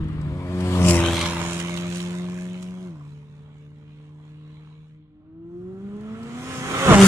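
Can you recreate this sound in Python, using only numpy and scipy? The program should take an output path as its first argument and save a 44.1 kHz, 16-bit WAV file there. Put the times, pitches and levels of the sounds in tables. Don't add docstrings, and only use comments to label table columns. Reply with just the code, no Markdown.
import sys
import numpy as np
from scipy import signal
from scipy.fft import rfft, irfft, next_fast_len
from scipy.io import wavfile
from scipy.ndimage import uniform_filter1d, map_coordinates

SR = 44100
rng = np.random.default_rng(int(sys.argv[2]) if len(sys.argv) > 2 else 0)


def wav_out(sig):
    wavfile.write(sys.argv[1], SR, np.round(np.clip(np.atleast_2d(sig).T, -1, 1) * 32767).astype(np.int16))


N = 311783
TIME_S = np.arange(N) / SR

# (frequency [Hz], level [dB])
SIZZLE_COLOUR = [(3200, -27.5), (4500, -4), (5600, -0.5), (7000, 1.5), (8200, -2), (9800, -3.5),
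                 (11000, -12), (13000, -14.5), (15800, -27.5)]
# (frequency [Hz], level [dB])
TREAD_COLOUR = [(3200, -12), (4500, 0.5), (6000, -6), (8300, -2), (10500, -8), (13000, -15.5),
                (15800, -24.5)]

AWAY_ABEAM_S, AWAY_PASSING_S = 0.88, 0.135
AWAY_IN_S, AWAY_OUT_S = (0.022, 0.38), (5, 5.3)
UPSHIFT_S = (2.83, 3.01)
TOWARD_ABEAM_S, TOWARD_PASSING_S, TOWARD_IN_S = 6.97, 0.095, (4.78, 5.35)


def amp(db):
    return 10 ** (np.asarray(db) / 20)


def unit(x):
    return x / np.sqrt(np.mean(x ** 2) + 1e-20)


def along(points, hz):
    f, v = np.transpose(points)
    return np.interp(np.log(hz + 1), np.log(f + 1), v)


def curves(rows):
    s, *columns = np.transpose(rows)
    return [np.interp(TIME_S, s, column) for column in columns]


def ramp(start, end):
    return np.clip((TIME_S - start) / max(end - start, 1 / SR), 0, 1)


def fade_up(start, end):
    return np.sin(np.pi / 2 * ramp(start, end)) ** 2


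def wobble(rate):
    knots = rng.standard_normal(int(N * rate / SR) + 4)
    return map_coordinates(knots, [np.arange(N) * rate / SR])


def filtered(x, response):
    m = next_fast_len(N + SR // 2)
    return irfft(rfft(x, m) * response(np.fft.rfftfreq(m, 1 / SR)), m)[..., :N]


def noise(spectrum, gate=1, patchy_db=0):
    # (frequency [Hz], correlation [-1 to 1])
    likeness = [(50, 0.55), (300, 0.75), (1000, .78), (2500, 0.39), (8000, 0.19)]
    z = signal.stft(rng.standard_normal((2, N)) * gate, nperseg=1024)[2]
    patches = rng.standard_normal(z.shape[1:])
    patches = uniform_filter1d(uniform_filter1d(patches, size=5, axis=0), size=7, axis=1)
    pair = signal.istft(z * amp(patchy_db * unit(patches)), nperseg=1024)[1][:, :N]

    def mid_side_response(hz):
        angle = np.arccos(np.clip(along(likeness, hz), -1, 1)) / 2
        colour = amp(along(spectrum, hz)) / (1 + (hz / spectrum[-1][0]) ** 4)
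        return colour * np.array([np.cos(angle), np.sin(angle)])

    mid, side = filtered(pair, mid_side_response)
    return unit(np.array([mid + side, mid - side]))


def track(abeam_s, passing_s):
    x = (TIME_S - abeam_s) / passing_s
    distance = np.hypot(1, x)
    return 20 * np.log10(distance), x / distance


def fades():
    first = 1 - ramp(0.29, 0.53)
    second = fade_up(*AWAY_IN_S) * (1 - ramp(*AWAY_OUT_S))
    return first, second, fade_up(*TOWARD_IN_S)


def away_db(layer):
    away_laws = { "order 1/2": (-18, 1.63, 2, -2), "order 3/2": (-28.5, 1.23, 3.5, -1.5),
                 "overtones": (-28, 1.07, -3.5, -3.5), "burble": (-25.5, 0.99, -5.5, -3), }
    level_db, loss, ahead_db, shifted_db = away_laws[layer]
    distance_db, bearing = track(AWAY_ABEAM_S, AWAY_PASSING_S)
    gear_db = shifted_db * ramp(*UPSHIFT_S)
    dimming_db = 5.8 * ramp(4.67, 5.1)
    return level_db - loss * distance_db + ahead_db * np.maximum(-bearing, 0) + gear_db - dimming_db


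def toward_db(layer):
    toward_laws = { "order 1/2": (-31.5, 1.15, -4.5, 17), "order 3/2": (-47, .8, 15, 12),
                   "overtones": (-23.5, 1.58, 0.5, 7.5), "burble": (-27, 0.83, 7.5, 9), }
    level_db, loss, in_view_db, blast_db = toward_laws[layer]
    distance_db, _ = track(TOWARD_ABEAM_S, TOWARD_PASSING_S)
    in_view = ramp(6.86, 6.86)
    blast = np.exp(-((TIME_S - 6.91) / 0.032) ** 2)
    dimming_db = 11.4 * (1 - ramp(4.95, 5.77))
    return level_db - loss * distance_db + in_view_db * in_view + blast_db * blast - dimming_db


def passes():
    (second, away), (third, toward) = receding(), approaching()
    note = sum(gain * x for gain, x in zip(fades(), (fading(), second, third)))
    lead = ramp(5.1, 5.2)
    return note, away + np.cumsum(lead * np.gradient(toward - away))


def fading():
    # (level at the start [dB], fall [dB per s])
    order_levels = [(-30.5, 18), (-29, -1.5), (-49, 6), (-35.5, 70)]
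    hz = 159.2 - 39.4 * TIME_S
    low_db = [db - fall * TIME_S for db, fall in order_levels]
    return low_orders(hz, low_db, flutter_db=2, jitter=0.013)[0]


def receding():
    # (time [s], order 1 level [dB], order 2 level [dB])
    note_levels = [(0.45, -39.5, -43.5), (0.55, -27, -34.5), (0.73, -26.5, -30.5), (0.85, -15, -34),
                   (0.89, -16.5, -23), (1.02, -30.5, -23.5), (1.26, -30.5, -36.5), (2.22, -29.5, -41.5),
                   (2.75, -34.5, -52), (2.86, -34.5, -44), (3.28, -43, -70.5), (3.74, -44, -60.5),
                   (3.81, -44.5, -59.5), (4.5, -41, -55.5), (4.93, -46.5, -67), (5.2, -55.5, -67)]
    # (multiple of the firing rate, level [dB])
    cruise_orders = [(2.5, -14), (3, -2.5), (3.5, -17.5), (4, -14.5)]
    # (frequency [Hz], level [dB])
    tail_body = [(420, -11.5), (510, -7), (600, -3), (680, -10.5), (820, -17.5), (1010, -13.5),
                 (1200, -21.5), (1500, -23)]
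    low_gear_hz = 174.8 + 10 * (TIME_S - AWAY_ABEAM_S)
    high_gear_hz = 153.8 + 4.7 * (TIME_S - UPSHIFT_S[1])
    gear = fade_up(*UPSHIFT_S)
    engine_hz = (1 - gear) * low_gear_hz + gear * high_gear_hz
    bearing = track(AWAY_ABEAM_S, AWAY_PASSING_S)[1]
    hz = engine_hz * (1 - 0.055 * bearing)
    first_db, second_db = curves(note_levels)
    low_db = [away_db("order 1/2"), first_db - 0.5, away_db("order 3/2"), second_db]
    low, firings = low_orders(hz, low_db, flutter_db=0.5, jitter=0.005)
    cruise = sum(amp(db) * tone(firings, np.round(2 * k) / 2, flutter_db=2.0) for k, db in cruise_orders)
    jitter = 0.018 + 0.02 * (1 - ramp(0.81, 1.3))
    coarse = overtones(firings, tail_body, half_db=1.0, flutter_db=3.0, jitter=jitter)
    shifted = ramp(2.85, 3.14)
    upper = (1 - shifted) * coarse + shifted * cruise
    return low + amp(away_db("overtones")) * upper, firings


def approaching():
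    # (time [s], firing rate [Hz], order 1 level [dB], order 2 level [dB])
    heard_note = [(5.2, 152.2, -60.5, -52), (5.558, 175.8, -45, -37.5), (5.85, 197.9, -34, -43),
                  (6.328, 237.1, -36, -51.5), (6.484, 262.2, -40, -53), (6.62, 254.3, -37, -43),
                  (6.724, 267, -37.5, -51), (6.87, 271.3, -37.5, -23), (6.926, 217.6, -23, -30),
                  (6.948, 206.8, -16, -39), (6.962, 199.5, -9.5, -23), (7.04, 193.9, -8, -16),
                  (7.07, 192.2, -11.5, -36.5)]
    # (frequency [Hz], level [dB])
    nose_body = [(400, -12.5), (540, -8), (650, -1.5), (790, -6), (910, -9.5), (1040, -4), (1180, -16.5),
                 (1330, -4.5), (1550, -19), (2200, -26)]
    hz, first_db, second_db = curves(heard_note)
    low_db = [toward_db("order 1/2"), first_db, toward_db("order 3/2"), second_db]
    low, firings = low_orders(hz, low_db, flutter_db=1.7, jitter=0.0069)
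    dull_db = 6.7 * (1 - ramp(5.6, 6.5))
    nose = overtones(firings, nose_body, half_db=-16.5, flutter_db=2.5, jitter=0.02, dull_db=dull_db)
    return low + amp(toward_db("overtones")) * nose, firings


def low_orders(hz, low_db, flutter_db, jitter):
    firings = np.cumsum(hz) / SR + jitter * wobble(30)
    orders = sum(amp(db) * tone(firings, (k + 1) / 2, flutter_db) for k, db in enumerate(low_db))
    return -orders, firings


def overtones(firings, body, half_db, flutter_db, jitter, dull_db=0, count=13):
    hz = np.abs(np.gradient(firings)) * SR
    uneven = firings + jitter * wobble(70)
    total = 0
    for k in np.arange(count) + 5:
        order_hz = hz * k / 2
        dulling_db = dull_db * np.clip(np.log2(order_hz / 650 + 1e-6), 0, 1)
        level_db = along(body, order_hz) - dulling_db + half_db * (k % 2)
        total = total + amp(level_db) * tone(uneven, k / 2, flutter_db, rng.random())
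    return total


def tone(firings, multiple, flutter_db, phase=0):
    flutter = amp(flutter_db * wobble(25))
    return np.sqrt(2) * flutter * np.cos(2 * np.pi * (multiple * firings + phase))


def rush(firings):
    # (multiple of the eight-firing cycle, level [dB])
    uneven_orders = [(3, -7.5), (5, 3), (6, -4.5), (7, -7), (9, -6), (10, -16.5), (11, -7), (13, -9),
                     (14, -9)]
    # (frequency [Hz], level [dB])
    burble_colour = [(30, -33.5), (55, -8), (95, -1.5), (200, 0), (300, -13.5), (420, -13.5), (800, -39)]
    tyre_colour = [(200, -18.5), (350, -6.5), (550, -5.5), (760, -4), (1040, 3), (1350, -3), (1700, -6.5),
                   (2800, -27.5)]
    tyre_colour_ahead = [(200, -19), (350, 1.5), (600, -3), (900, -4.5), (1100, 1), (1350, 2.5),
                         (1600, -5.5), (2800, -34.5)]
    rasp_colour = [(900, -22.5), (1500, -7), (1900, -3.5), (2300, -1), (2650, -2.5), (3050, -2.5),
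                   (3500, -4.5), (4050, -5.5), (4500, -15.5), (6500, -41)]
    rasp_colour_ahead = [(900, -21.5), (1400, -8), (1750, 0.5), (2100, 0), (2600, -2.5), (3200, -2.5),
                         (4000, -8.5), (4700, -15), (6500, -40)]
    # (time [s], tyre roar [dB], exhaust rasp [dB], hiss [dB])
    levels_low_gear = [(0.0, -48, -59, -70), (0.02, -52, -57.5, -73), (0.45, -53, -54, -64),
                       (0.8, -35.5, -40, -41), (0.91, -36, -30.5, -24.5), (0.92, -34.5, -33, -30),
                       (1.04, -30.5, -34.5, -39), (1.22, -34, -33, -37), (1.35, -36, -39, -44.5),
                       (1.61, -40.5, -41, -41.5), (1.64, -44.5, -43, -48), (1.87, -48, -44.5, -50.5),
                       (1.97, -53.5, -43.5, -46), (2.12, -48.5, -50.5, -57), (2.29, -55, -53.5, -58),
                       (2.55, -62, -54.5, -60.5)]
    levels_high_gear = [(2.7, -60.5, -59, -61.5), (2.88, -59, -64.5, -72), (3.26, -68, -70, -77.5),
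                        (3.5, -64, -70, -83.5), (3.75, -70.5, -72, -81), (4.03, -67, -69, -84),
                        (4.15, -67.5, -72.5, -80.5), (4.39, -67, -66, -82), (4.65, -62.5, -67.5, -82.5),
                        (4.88, -74, -74.5, -86), (4.89, -74, -75.5, -86), (5.05, -77.5, -77.5, -105)]
    levels_toward = [(5.2, -73.5, -81, -104), (5.382, -75, -83.5, -105), (5.516, -69, -78, -86),
                     (6.152, -52.5, -59, -69), (6.562, -42.5, -42.5, -45.5), (6.62, -39, -42.5, -48),
                     (6.718, -34.5, -35.5, -43.5), (6.844, -27.5, -32, -37.5), (6.948, -15, -23, -32),
                     (6.962, -24.5, -30.5, -33), (7.036, -21.5, -23.5, -23.5), (7.07, -28, -26.5, -21.5)]
    tyre_db, rasp_db, hiss_db = curves(np.vstack([levels_low_gear, levels_high_gear, levels_toward]))
    passed, ahead = ramp(0.76, 0.88), ramp(4.9, 5.3)
    behind = passed * (1 - ahead)

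    burble_db = -31 - 23 * TIME_S, away_db("burble"), toward_db("burble")
    burble_gain = np.sqrt(sum((gain * amp(db)) ** 2 for gain, db in zip(fades(), burble_db)))
    lope = unit(sum(amp(db) * tone(firings, np.round(k) / 8, 2.5, rng.random()) for k, db in uneven_orders))
    burble = burble_gain * (amp(-4) * lope + amp(-2.5) * noise(burble_colour))

    facing = 0.2 + 0.8 * behind * (1 - 0.5 * ramp(2.7, 3.1)) + 0.5 * ramp(6.85, 6.95)
    gate = puffs(firings, depth=0.47 * facing, scatter_db=4, pattern_db=4.0)
    tyres = (1 - ahead) * noise(tyre_colour, gate, patchy_db=2.0)
    tyres = tyres + ahead * noise(tyre_colour_ahead, gate, patchy_db=1.5)

    gate = puffs(firings, depth=0.5 * facing, scatter_db=1.5, pattern_db=0.5)
    rasp = behind * noise(rasp_colour, gate, patchy_db=3.0)
    rasp = rasp + (1 - behind) * noise(rasp_colour_ahead, gate, patchy_db=2.0)

    gate = puffs(firings, depth=0.6 * facing, scatter_db=3.0, pattern_db=0)
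    hiss = passed * noise(SIZZLE_COLOUR, gate, patchy_db=2.5)
    hiss = hiss + (1 - passed) * noise(TREAD_COLOUR, patchy_db=1.0)

    surge = ramp(1.4, 1.5) * (1 - ahead) * wobble(14)
    tyres = amp(tyre_db + 2.5) * tyres
    rasp = amp(rasp_db + 4 + 1.1 * surge) * rasp
    hiss = amp(hiss_db + 3.5 + 1.6 * surge) * hiss
    return burble + tyres + rasp + hiss


def puffs(firings, depth, scatter_db, pattern_db):
    bank = firings / 2
    index = (bank - bank.min() // 1).astype(int)
    scatter = rng.uniform(-1.7, 1, index.max() + 1)[index]
    size_db = scatter_db * scatter + pattern_db * np.cos(np.pi * index / 2)
    burst = unit(amp(size_db) * np.exp(-(bank % 1) / 0.31))
    share = np.clip(depth, 0, 1)
    return np.sqrt(1 - share + share * burst ** 2)


def spits():
    # (time [s], peak [dB], bark over peak [dB], sizzle over peak [dB])
    spit_events = [(0.606, -30, -12.5, -8), (0.8475, -20, -13.5, -8.5), (0.87, -18, -16, -10),
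                   (0.8815, -15.5, -13, -10.5), (0.893, -14, -15.5, -10), (0.907, -9, -20.5, -10.5),
                   (1.06, -17.5, -8, -16.5), (1.2117, -15, -9, -10.5), (1.257, -15, -9.5, -15.5),
                   (1.3065, -22.5, -16, -14), (1.4, -27, -9.5, -13), (1.436, -24, -13, -10.5),
                   (1.5997, -20.5, -12.5, -7.5), (1.774, -22.5, -10, -13.5), (1.9243, -27, -9.5, -15),
                   (1.957, -27, -15.5, -7), (2.002, -27, -7, -16.5), (2.6265, -30, -16.5, -10)]
    # (time [s], peak [dB])
    tick_events = [(0.0414, -55), (0.0847, -50.5), (0.1294, -56), (0.2137, -45.5), (5.9655, -56.5),
                   (6.0092, -54), (6.232, -44)]
    # (frequency [Hz], level [dB])
    bark_colour = [(800, -22), (1100, -4), (1800, -16.5), (2500, -8.5), (3000, -2), (3500, -9.5),
                   (4100, -3.5), (5500, -29.5)]
    s, peak_db, bark_db, sizzle_db = np.transpose(spit_events)
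    bark = amp(4) * cracks(zip(s, peak_db + bark_db), bark_colour, t60=0.035)
    sizzle = amp(-2) * cracks(zip(s, peak_db + sizzle_db), SIZZLE_COLOUR, t60=0.04)
    ticks = amp(-5) * cracks(tick_events, TREAD_COLOUR, t60=0.04)
    return bark + sizzle + ticks


def cracks(events, spectrum, t60):
    t = np.arange(SR // 8) / SR
    envelope = np.zeros(N + SR)
    for s, db in events:
        envelope[round(s * SR):][:len(t)] += amp(db - 60 * t / t60)
    return envelope[:N] * noise(spectrum)


def road_bounce(x, abeam=0.92, passing=0.19, lag_ms=0.39, strength=0.41):
    n = np.arange(N)
    closeness = 1 / np.hypot(1, (TIME_S - abeam) / passing)
    delayed = n - closeness * lag_ms * SR / 1000
    echo = np.array([map_coordinates(ear, [delayed], mode="nearest") for ear in x])
    echo = filtered(echo, lambda hz: hz / (hz + 300))
    share = strength * closeness ** 2
    return (x + share * echo) / np.hypot(1, share)


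def placed(car):
    # (frequency [Hz], share of the left-right level difference)
    shadow = [(200, .05), (1000, 0.55), (2800, 0.8), (7000, 1)]
    back = ramp(*TOWARD_IN_S)
    away = crossing(1.155, width_s=0.33, pan_db=5.5, lag_ms=0.15)
    toward = crossing(7.01, width_s=0.067, pan_db=2.9, lag_ms=0.14)
    pan_db, lag_ms = (1 - back) * away - back * toward
    gains = amp(np.array([pan_db, -pan_db]) / 2)
    gains = gains / np.sqrt(np.mean(gains ** 2, axis=0))
    treble = filtered(car, lambda hz: along(shadow, hz))
    left, right = car + (gains - 1) * treble
    shift = lag_ms * SR / 1000 / 2
    n = np.arange(N)
    left = map_coordinates(left, [n - shift], order=5, mode="nearest")
    right = map_coordinates(right, [n + shift], order=5, mode="nearest")
    return np.array([left, right])


def crossing(s, width_s, pan_db, lag_ms):
    side = np.tanh((TIME_S - s) / width_s)
    return np.array([-pan_db * side, lag_ms * side])


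def treeline(note):
    level_db, t60_s = -18.5, 0.25
    t = np.arange(SR // 3) / SR
    tail = rng.standard_normal((2, len(t))) * amp(-60 * t / t60_s)
    tail = tail / np.linalg.norm(tail[0])
    return amp(level_db) * signal.fftconvolve(note[None], tail, axes=1)[:, :N]


def wind():
    # (time [s], peak [dB], rise [dB per s], fall [dB per s])
    gusts = [(0.032, -20, 596, 550), (.18, -33, 20, 50), (.88, -65, 67.5, 50), (6.7, -50, 90, 90),
             (6.92, -21, 330, 115)]
    # (frequency [Hz], level [dB])
    wind_colour = [(10, -11), (25, -7.5), (45, -0.5), (70, 0), (110, -6.5), (180, -22.5), (400, -29),
                   (1500, -74)]
    shapes_db = [db - np.maximum(rise * (s - TIME_S), fall * (TIME_S - s)) for s, db, rise, fall in gusts]
    gust_db = np.max(shapes_db, axis=0)
    buffet = amp(gust_db + 3.0 * wobble(6.9)) * noise(wind_colour).mean(axis=0)
    return buffet + amp(-63.5) * noise(wind_colour)


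def scene():
    note, firings = passes()
    car = placed(note + road_bounce(rush(firings) + spits()))
    return ramp(0, 0.006) * (car + treeline(note) + wind())


def record(dry):
    rounded = dry / (1 + np.abs(dry) ** 8) ** (1 / 8)
    return filtered(rounded, lambda hz: hz < 15750)


dry = scene()
out = record(dry)
wav_out(out)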